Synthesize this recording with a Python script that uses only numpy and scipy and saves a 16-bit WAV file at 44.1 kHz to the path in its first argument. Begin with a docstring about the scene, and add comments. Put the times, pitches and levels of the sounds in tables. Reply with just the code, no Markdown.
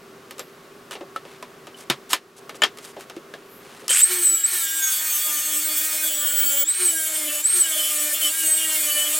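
"""A small wooden workshop, with room air and a distant fan: tonal hum over coloured noise, sinking at start-up.
Close by, pliers tick, a vise handle clanks and steel slides: noise bursts, ringing modes, a swish of sleeve.
A cordless angle grinder then starts with a rattle: clattering noise and gear tones that sweep upward.
It is leaned on a clamped steel blade in four passes, slowing under load and whining up at each lift: a comb
of lines repeating once per wheel turn, with scattered noise, rasps, squeals and sets the steel ringing."""
import sys
import numpy as np
from scipy import signal
from scipy.fft import rfft, irfft, next_fast_len
from scipy.io import wavfile
from scipy.ndimage import uniform_filter1d

SR = 44100
rng = np.random.default_rng(int(sys.argv[2]) if len(sys.argv) > 2 else 0)


def store_pcm(level_fs):
    """Save levels as 16-bit WAV."""
    pcm = np.round(np.clip(level_fs, -1, 1) * 32767).astype(np.int16)
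    wavfile.write(sys.argv[1], SR, np.atleast_2d(pcm).T)


N = 405279
TIME = np.arange(N) / SR
CUTOFF_HZ = 15950
GEAR_RATIO = 44 / 15   # motor turns per wheel turn
FREE_TURNS_PER_S = 372.2   # wheel speed off the steel
BITE_S, TOUCH_S = 0.105, 0.024   # full pressure builds; the rasp sets in
# wheel leaned on the blade: touch [t/s], lift [t/s], rasp effort [level/dB], fade [dB per s],
# blade ring [level/dB]
PASSES = [(4.088, 4.437, 5.5, 36.5, -47), (4.511, 6.643, -1.1, 0, -48), (6.79, 7.423, -1.5, 3, -39.5),
          (7.533, 9.299, -1.5, -1, -38)]


def from_db(db):
    """Decibels to gain."""
    return 10 ** (np.asarray(db) / 20)


def rms_one(x):
    """Scale to rms 1."""
    return x / np.sqrt(np.mean(x ** 2) + 1e-20)


def in_time(rows):
    """One curve over time per column of a table."""
    s, *columns = np.transpose(rows)
    return [np.interp(TIME, s, c) for c in columns]


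def drift(rate):
    """Slow chance with spread 1, from random points at a rate per second."""
    points = rng.standard_normal(int(N / SR * rate) + 2)
    return rms_one(np.interp(TIME * rate, np.arange(len(points)), points))


def ramp(start_s, length_s):
    """Rises from 0 to 1."""
    return np.clip((TIME - start_s) / length_s, 0, 1)


def during(from_s, to_s, ease_s=0.012):
    """1 between two moments, with soft edges."""
    return ramp(from_s, ease_s) * (1 - ramp(to_s - ease_s, ease_s))


def swell(s, half_length_s, db):
    """A bell-shaped gain."""
    return from_db(db) * np.exp(-.5 * ((TIME - s) / half_length_s) ** 2)


def band(x, low_hz, high_hz):
    """Causal band-pass."""
    edges = [low_hz, min(high_hz, .47 * SR)]
    return signal.sosfilt(signal.butter(2, edges, "band", fs=SR, output="sos"), x + 1e-18)


def colour(x, spectrum, keep_power=True):
    """Give a sound the spectrum of a table of f/Hz and level/dB."""
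    size = next_fast_len(N, True)
    hz, db = np.transpose(spectrum)
    bins = np.maximum(np.fft.rfftfreq(size, 1 / SR), 1)
    gain = from_db(np.interp(np.log(bins), np.log(hz), db))
    if keep_power:
        gain = rms_one(gain)
    return irfft(rfft(x, size) * gain, size)[:N]


def ring(x, hz, t60):
    """A resonator: a unit click sets a sine of height 1 ringing, 60 dB down after t60 seconds."""
    r = from_db(-60 / (t60 * SR))
    w = 2 * np.pi * hz / SR
    return signal.lfilter([0, np.sin(w)], [1, -2 * r * np.cos(w), r * r], x + 1e-18)


def level(x, size=4000):
    """Running rms."""
    return np.sqrt(np.abs(uniform_filter1d(x ** 2, size)) + 1e-12)


def place(x, pan_db, width):
    """A lean to one side above 500 Hz, and a 6 ms reflection with opposite sign at the two microphones."""
    echo = colour(np.pad(x, (SR // 170, 0))[:N], width, keep_power=False)
    side = echo + (from_db(pan_db / 2) - 1) * band(x, 500, 20000)
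    return x + side * [[1], [-1]]


def background(air_db=-47.5, duck_db=-14.5):
    """Coloured noise for the room air and wavering sines for a distant fan; both sink as the grinder starts."""
    # room air: f/Hz, relative level/dB
    air_colour = [(40, -21), (75, -22), (140, -5.5), (240, -6), (380, -2), (520, -6), (900, -12),
                  (1200, -8), (2000, -15), (5000, -22), (15500, -30)]
    # distant fan: f/Hz, level before sinking/dB
    fan_tones = [(240, -62.5), (386.3, -53.5), (415.5, -57), (1110, -62.5)]
    hum = np.zeros(N)
    for hz, db in fan_tones:
        tone = np.sin(2 * np.pi * hz * TIME + 0.19 * drift(5.06))
        hum += np.sqrt(2) * from_db(db + 0.62 * drift(4.12)) * tone
    air = from_db(air_db) * colour(rng.standard_normal(N), air_colour)
    sink_db = duck_db * ramp(3.92, 0.043)
    dip_db = -5 * during(2.14, 2.4, ease_s=0.042)   # the room level dips briefly
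    return (air + hum) * from_db(sink_db + dip_db)


def sleeve():
    """A faint, high swish of cloth: band-passed noise under a bell."""
    return swell(3.55, 0.045, -52) * rms_one(band(rng.standard_normal(N), 11000, 14200))


def slides(grain_db=2.5):
    """Steel slides on steel and wood: short strokes of noise whose level flickers like grit."""
    # strokes: start t/s, length/s, level/dB, bright over dull/dB
    strokes = [(0.91, 0.042, -38.5, -8), (1.252, 0.14, -49, -13), (1.765, 0.079, -44, -3),
               (2.092, 0.06, -30.5, 3), (2.363, 0.034, -47.5, 2), (2.544, 0.033, -45.5, 3),
               (2.806, 0.12, -44.5, -3), (2.842, 0.019, -43.5, 3), (2.984, 0.062, -45, -7),
               (3.598, 0.32, -48, -7.5)]
    rub = rng.standard_normal(N) * from_db(grain_db * drift(440))
    dull, bright = band(rub, 680, 3900), band(rub, 2430, 10200)
    out = np.zeros(N)
    for s, length, db, bright_db in strokes:
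        stroke = np.sqrt(np.abs(np.sin(np.pi * ramp(s, length))))
        out += from_db(db) * stroke * rms_one(dull + from_db(bright_db) * bright)
    return out


def blow(low_hz, high_hz, crack_t60, tail_t60, tail_db):
    """A short crack and the workshop's tail in one band, with rms 1 over its first 10 ms."""
    t = TIME[:SR // 2]
    shape = from_db(-60 * t / crack_t60) + from_db(tail_db - 60 * t / tail_t60)
    hit = band(rng.standard_normal(len(t)) * shape, low_hz, high_hz)
    return hit / np.sqrt(np.mean(hit[:SR // 100] ** 2))


def taps(bench_db=-27.0, thud_db=0.0, clank_db=-5.0, tick_db=-7.0, modes_db=-7.0):
    """Each blow thuds through the bench, clanks in the vise and ticks at the contact; the modes ring on."""
    # tools, vise handle and trigger: t/s, strength before trims/dB, hardness (tick over clank before trims)/dB
    blows = [(0.309, -36.5, 3), (0.382, -41, 3), (0.394, -31, 3), (0.910, -33, -0.5), (0.931, -39, -5),
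             (0.953, -33.5, -13), (1.009, -41.5, -25), (1.161, -31, -6), (1.252, -43.5, -15),
             (1.426, -34, -4.5), (1.67, -38, -5), (1.900, -14.5, -2.5), (2.11, -34, 7), (2.132, -13, 0.5),
             (2.494, -32, -5), (2.545, -42, -13), (2.620, -14.5, -12.5), (2.636, -12.5, -7.5),
             (2.773, -44, 5), (2.786, -40, 3), (2.965, -41, -29), (3.008, -49, 10), (3.098, -36, -3),
             (3.165, -41, -4), (3.338, -34.5, -10), (3.82, -48, -16), (3.881, -33.5, 15), (3.893, -33, 11)]
    # vise and blade: f/Hz, relative level/dB, t60/s
    vise_modes = [(329, -8, 0.24), (556, 6.5, 0.11), (1240, 4.5, 0.037), (1780, -4.5, 0.096),
                  (2520, -24, 0.11), (2750, -4, 0.036), (2890, -6, 0.055), (3170, -1.5, 0.032),
                  (3660, -10, 0.034), (5340, -12, 0.12), (6560, -8.5, 0.064), (7650, -4, 0.038)]
    # loose parts and bench boards that ring when touched: t/s, f/Hz, level before a band-pass/dB, t60/s
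    loose_parts = [(0.393, 497, -37, 0.12), (0.394, 7540, -33, 0.061), (0.393, 12250, -46, 0.3),
                   (0.911, 2930, -36, 0.1), (1.161, 1310, -19, 0.061), (1.427, 1000, -31, 0.065),
                   (1.745, 3020, -36, 0.06), (1.9, 137, -30, 0.17), (1.899, 257, -21.5, 0.06),
                   (1.899, 348, -19, 0.084), (1.9, 3020, -13, 0.028), (1.899, 3700, -17, 0.05),
                   (2.132, 1010, -16, 0.049), (2.131, 2360, -16, 0.041), (2.132, 5340, -19, 0.056),
                   (2.132, 5500, -51, 0.3), (2.621, 1783, -14, 0.07), (2.619, 3010, -15, 0.088),
                   (2.620, 7150, -16.5, 0.032), (2.635, 3220, -9.5, 0.07), (3.167, 340, -25.5, .08),
                   (3.338, 1650, -31, 0.05), (3.893, 3100, -18, 0.075), (3.904, 542, -28.5, 0.05),
                   (3.916, 3140, -15.5, 0.071)]
    at = [round(row[0] * SR) for row in blows]
    _, strength, hardness = np.transpose(blows)
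    # a hard blow thuds less
    thuds = bench_db + 0.53 * strength - 0.51 * hardness
    levels = np.transpose([thuds, strength, strength + hardness])
    out = np.zeros(N)
    for i, (thud, clank, tick) in zip(at, levels):
        hit = from_db(thud + thud_db) * blow(303, 730, crack_t60=0.12, tail_t60=0.15, tail_db=10)
        hit += from_db(clank + clank_db) * blow(820, 3880, crack_t60=0.014, tail_t60=0.11, tail_db=10.0)
        hit += from_db(tick + tick_db) * blow(2700, 12200, crack_t60=0.0078, tail_t60=0.091, tail_db=-12)
        out[i:i + len(hit)] += hit
    for hz, db, t60 in vise_modes:
        clicks = np.zeros(N)
        column = np.searchsorted([700, 4000], hz)   # driven by thud, clank or tick
        # each blow lands elsewhere and favours other modes
        favour_db = rng.uniform(-5, 5, len(at))
        sign = rng.choice([-1, 1], len(at))
        clicks[at] = from_db(levels[:, column] + db + modes_db + favour_db) * sign
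        out += band(ring(clicks, hz, t60), hz / 2, hz * 2)
    for s, hz, db, t60 in loose_parts:
        click = signal.unit_impulse(N, round(s * SR))
        out += from_db(db) * band(ring(click, hz, t60), hz / 2, hz * 2)
    return out


def contact(attack_s):
    """1 while the wheel is on the steel, 0 while it is lifted."""
    leave_s = 0.01
    return sum(ramp(touch, attack_s) * (1 - ramp(lift - leave_s, leave_s)) for touch, lift, *_ in PASSES)


def hand_drag(ease_s=0.0495):
    """The hand's pressure, as the speed it costs; in the long pass the hand rocks to and fro."""
    # pressure of the hand before rocking: t/s, speed lost/turns per s
    pressure = [(4.094, 19.8), (4.583, 67.7), (4.702, 47.7), (4.867, 62), (5.218, 70.4), (6.001, 61.3),
                (6.184, 80), (6.592, 93.2), (6.922, 54.4), (7.183, 65), (7.218, 75.4), (7.644, 65),
                (8.107, 74), (8.14, 53.9), (8.262, 80), (8.326, 30), (8.442, 64.6), (8.541, 50.3),
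                (8.906, 77), (9.19, 63.5)]
    rock_from_s, rock_to_s = 4.862, 5.952
    rocks_per_s, rock_depth = 4.881, 7.63   # depth in turns per s
    rocking = during(rock_from_s, rock_to_s, ease_s)
    rock = np.sin(2 * np.pi * rocks_per_s * (TIME - rock_from_s))
    return in_time(pressure)[0] + rock_depth * rocking * rock


def wheel_speed(drag, knee=5.0):
    """Turns per second: an even run-up that levels off, less the drag of the steel, lagged by inertia."""
    start_s, soft_start_s, inertia_s = 3.897, 0.118, 0.052
    run_up = np.maximum(TIME - start_s, 0) / soft_start_s
    free = FREE_TURNS_PER_S * run_up / (1 + run_up ** knee) ** (1 / knee)
    keep = np.exp(-1 / (inertia_s * SR))
    return free - signal.lfilter([1 - keep], [1, -keep], contact(BITE_S) * drag)


def spin_up(turns, mesh_db=-5.0, growl_db=-13.0, rattle_db=2.0):
    """Gear teeth clatter in the housing while their meshing tone and the motor's growl sweep upward."""
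    # gearbox housing: f/Hz, relative level/dB
    housing_colour = [(200, -47), (420, -32), (900, -27), (1400, -13.5), (2700, -10), (3100, -9),
                      (3600, -14.5), (6200, -15.5), (8300, 3), (9600, -10), (15500, -22)]
    fall_db = 1502 * np.clip(TIME - 4.014, 0, .1)   # 1502 dB per s
    envelope = ramp(3.893, 0.0078) * from_db(-17 - fall_db)
    clatter = colour(rng.standard_normal(N) * from_db(rattle_db * drift(700)), housing_colour)
    mesh = np.sin(2 * np.pi * 44 * turns + .6 * drift(900))
    growl = np.sin(2 * np.pi * 4 * GEAR_RATIO * turns + .55 * drift(500))
    tones = (from_db(mesh_db) * mesh + from_db(growl_db) * growl) * ramp(3.925, 0.016)
    return envelope * (rms_one(clatter) + tones)


def motor(speed, turns, flutter=0.0024, rough=0.11, whine_waver_db=3.5, octave_below_db=-48.0):
    """A slightly rough whine eight times a motor turn, weaker as load slows it, with a faint octave below."""
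    # the whine swells as the motor speeds up or slows around the lifts: t/s, bell half length/s, level/dB
    whine_swells = [(4.029, 0.018, -10.5), (4.27, 0.028, -14), (4.34, 0.02, -20), (4.39, 0.02, -31),
                    (4.452, 0.01, -16), (6.7, 0.015, -21), (6.872, 0.022, -16.5), (7.46, 0.011, -16.5),
                    (7.53, 0.03, -22), (7.615, 0.016, -16)]
    free_db, db_per_turn = -26, 0.17   # before swells: running free; lost per turn/s of slowing
    angle = 2 * np.pi * (GEAR_RATIO * turns + flutter * drift(65))
    steady = from_db(free_db - db_per_turn * (FREE_TURNS_PER_S - speed))
    whine = steady + sum(swell(*row) for row in whine_swells)
    main = whine * np.sin(8 * angle + rough * drift(900))
    below = from_db(octave_below_db) * np.sin(4 * angle)
    flicker = from_db(whine_waver_db * np.tanh(drift(140)))
    return np.sqrt(2) * flicker * (main + below) * ramp(3.985, 0.055)


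def response(hz, resonance):
    """Gain of a tone as it sweeps through a resonance."""
    centre_hz, width_hz, top_db = resonance
    return from_db(top_db) / np.hypot(1, (hz - centre_hz) / width_hz)


def imbalance(speed, turns, waver_db=3.5, once_edge_db=-11.5, twice_edge_db=-12.0, hum_db=-55.5):
    """The lopsided wheel hums once a turn and, on the steel, knocks raggedly twice; both weaker early on."""
    # resonances: centre Hz, width Hz, top dB before waver and edge loss
    once_a_turn, twice_a_turn = (357.5, 10.2, -39.5), (589, 39, -44)
    bite = contact(BITE_S)
    angle = 2 * np.pi * (turns + .035 * bite * drift(70))
    # on the blade's edge both are weaker
    on_edge = ramp(4.32, 0.37) * (1 - ramp(4.83, 0.74))
    once_gain = contact(TOUCH_S) * response(speed, once_a_turn) + from_db(hum_db)
    once = once_gain * from_db(once_edge_db * on_edge + waver_db * drift(24)) * np.sin(angle)
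    twice_db = twice_edge_db * (1 - ramp(4.96, 1.64)) + waver_db * drift(60)
    twice = bite * response(2 * speed, twice_a_turn) * from_db(twice_db) * np.sin(2 * angle)
    dip = from_db(-10 * during(8.31, 8.44))   # the hand eases and the wheel's hum dips
    return np.sqrt(2) * (once + twice) * ramp(3.98, 0.039) * dip


def squeals(turns):
    """The blade catches and sings with one line of the grit: rough tones that follow the wheel and fade."""
    # squeals: t/s, bell half length/s, cycles per wheel turn, level before flicker/dB
    catches = [(4.753, 0.19, 11, -38.5), (6.416, 0.25, 11, -36.5), (4.798, 0.098, 5, -38),
               (4.855, 0.028, 21, -23.5), (5.298, 0.41, 21, -38), (6.396, 0.17, 55, -22),
               (6.611, 0.024, 55, -19), (6.897, 0.019, 9, -30.5), (7.643, 0.017, 9, -26),
               (7.746, 0.014, 11, -30), (7.802, 0.019, 10, -25), (8.165, 0.025, 10, -36),
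               (8.257, 0.02, 10, -20.5), (8.42, 0.032, 9, -29), (8.529, 0.049, 26, -18.5),
               (8.632, 0.021, 9, -30), (8.923, 0.036, 10, -30.5), (9.017, 0.041, 10, -25.5)]
    slip = 0.28 * drift(300)
    flicker = from_db(4.0 * (np.tanh(drift(80)) - .5))
    tones = np.zeros(N)
    for s, half_length, k, db in catches:
        tones += swell(s, half_length, db) * np.sin(2 * np.pi * round(k) * turns + slip)
    return np.sqrt(2) * flicker * tones


def grit(turns, places, wear_db=3.5):
    """The same grains pass on every turn and make a comb of lines that change as the wheel wears."""
    # lobes that stand out, one list per place on the blade: cycles per wheel turn, extra level/dB
    wheel_lobes = [
        [(3, -6), (5, 6), (6, 2), (11, 6.5), (12, 3.5), (15, 5), (18, 4), (21, 9.5), (26, 0.5), (27, 3.5)],
        [(3, -5), (4, 2), (5, 2), (11, 3), (12, 6), (26, 9), (27, 6.5), (28, 6)],
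        [(3, -7), (5, 5), (10, 0.5), (11, 3), (26, 4.5), (27, 3.5), (44, 6)],
    ]
    angle = 2 * np.pi * (turns + .002 * drift(150))
    comb = np.zeros(N)
    for k in np.arange(3, CUTOFF_HZ // 280):
        lobe_db = 0
        for share, lobes in zip(places, wheel_lobes):
            lobe_db = lobe_db + share * sum(db for order, db in lobes if round(order) == k)
        phase = ((k * angle + rng.uniform(0, 2 * np.pi)) % (2 * np.pi)).astype(np.float32)
        comb += from_db(lobe_db + wear_db * drift(26)) * np.sin(phase)
    return rms_one(comb)


def reflections(x, echo_db=-1.5, count=14):
    """Bench, walls and housing answer within 12 ms; a gliding line swells and fades in their comb."""
    lags = (rng.uniform(.0005, .012, count) * SR).astype(int)
    signs = rng.choice([-1, 1], count)
    echoes = sum(sign * np.pad(x, (lag, 0))[:N] for lag, sign in zip(lags, signs))
    return x + from_db(echo_db) / np.sqrt(count) * echoes


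def rasp_levels(drag, speed):
    """Body, hiss and blade ring in dB: set by each pass, raised by pressure, falling away off the steel."""
    usual_drag = 62.5   # turns per s
    # dB at usual drag before the pass's effort, dB per turn/s of further drag, dB lost off the steel
    body_law, hiss_law = (-31, 0.076, 2.5), (-21.5, 0.065, 5.5)
    touch, _, db, fade, ring_db = np.transpose(PASSES)
    now = np.maximum(np.searchsorted(touch, TIME) - 1, 0)
    on = uniform_filter1d(contact(TOUCH_S), size=1000)
    effort = db[now] - fade[now] * (TIME - touch[now])
    # off the steel the rush of air grows with speed
    slack_db = 0.1 * (FREE_TURNS_PER_S - speed)
    body, hiss = [usual + on * (effort + slope * (drag - usual_drag)) - (1 - on) * (lost + slack_db)
                  for usual, slope, lost in (body_law, hiss_law)]
    # the rasp bursts as the wheel meets the steel
    grab_db = 2.5 * sum(swell(s, 0.039, 0) for s in touch)
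    return body + grab_db, hiss, ring_db[now]


def grinding(drag, speed, turns, ring_db=0.0, lifted_db=-8.5, throb=0.6, split_hz=4800,
             chatter_db=9.0, unsteady_db=0.33):
    """Grit excites the blade and the wheel; breaking grains add a scatter of noise, in step with the turns."""
    # rasp at three places along the blade: f/Hz, relative level/dB
    edge_colour = [(300, -20.5), (1000, -11), (1600, -9), (3500, -11), (4700, -12.5), (5900, -9.5),
                   (6500, -6), (6850, -10), (8250, 1), (9300, -7.5), (11500, -6.5), (13400, -1.5),
                   (15500, -3.5)]
    flat_colour = [(300, -32), (1000, -19.5), (1500, -14.5), (2700, -18), (3400, -15.5), (4500, -18.5),
                   (6300, -15.5), (7600, -6.5), (9500, -10.5), (12000, -12), (14600, -7.5), (15550, -1)]
    tip_colour = [(300, -16.5), (1000, -9.5), (1550, -8), (2400, -8.5), (3400, -10), (4700, -10),
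                  (6300, -7.5), (8200, -0.5), (9400, -3.5), (10700, -2.5), (12000, -7), (13300, -3),
                  (15500, -6)]
    moves_s = (6.08, 6.8)   # the wheel shifts to the next place
    skid_above, grip_span = 344, 23   # turns per s: grit skids above, cuts clear lines once slowed
    skid_db, scatter_db = -9.0, -0.7   # lines lost while skidding; noise beside the lines
    body, hiss, ringing = rasp_levels(drag, speed)
    first, second = [np.clip((TIME - s) / 0.07 + .5, 0, 1) for s in moves_s]
    places = [1 - first, first - second, second]
    # off the steel and while the grit skids, the lines give way to noise
    bite = contact(BITE_S)
    lifted = 1 - bite
    grip = contact(TOUCH_S) * np.clip((skid_above - speed) / grip_span, 0, 1)
    comb = grit(turns, places) * from_db(skid_db * (1 - grip))
    scatter = rng.standard_normal(N) * (1 + throb * np.sin(2 * np.pi * turns))
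    grains = band(scatter, 1150, 14000) + .3 * scatter
    noise = .7 * grains + from_db(lifted_db) * lifted * scatter
    force = reflections(comb + from_db(scatter_db) * noise)
    colours = [edge_colour, flat_colour, tip_colour]
    rasp = sum(share * colour(force, c) for share, c in zip(places, colours))
    low = band(rasp, 82, split_hz)
    high = band(band(rasp, split_hz, 21800), 5900, 20800)
    # running levels are evened out, then follow the hand
    sound = from_db(body) * low / level(low)
    sound += from_db(hiss + 1.0 * drift(28)) * high / level(high)
    # the blade sings whenever a line crosses its resonance, and chatters against the wheel
    singing = band(ring(comb, 3065, 0.0055), 2350, 4300)
    chatter = from_db(chatter_db * np.tanh(drift(55)))
    sound += bite * from_db(ringing + ring_db) * rms_one(singing * chatter)
    return sound * from_db(unsteady_db * drift(12)) * ramp(4.0, 0.012)


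def scene():
    """Bench work, then the grinder, whose speed trembles as the wheel grabs and lets go."""
    # difference between the two microphones, for bench, wheel and room: f/Hz, side over mid level/dB
    bench_width = [(60, -26), (240, -57), (950, -32), (3770, -35), (15000, -15)]
    wheel_width = [(60, -44), (240, -46), (950, -37), (3770, -50), (15000, -23.5)]
    room_width = [(60, -21), (180, -58), (550, -9.5), (1650, -7.5), (4970, -12.5), (15000, -12)]
    room = place(background(), pan_db=0.5, width=room_width)
    # the pliers land on the left of the bench
    bench_pan_db = 0.6 + 2.6 * during(2.6, 2.75)
    bench = place(taps() + slides() + sleeve(), pan_db=bench_pan_db, width=bench_width)
    drag = hand_drag()
    speed = wheel_speed(drag)
    turns = np.cumsum(speed * (1 + .0025 * drift(32))) / SR
    machine = place(motor(speed, turns) + spin_up(turns), pan_db=-0.5, width=wheel_width)
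    on_blade = grinding(drag, speed, turns) + squeals(turns) + imbalance(speed, turns)
    wheel = place(on_blade, pan_db=-0.09, width=wheel_width)
    return room + bench + machine + wheel


def record(dry):
    """The highest peaks clip and the top is cut steeply."""
    low_pass = signal.firwin(901, CUTOFF_HZ, fs=SR, window=("kaiser", 9))
    return signal.fftconvolve(np.clip(dry, -1, 1), low_pass[None], "same", axes=1)


dry = scene()
out = record(dry)
store_pcm(out)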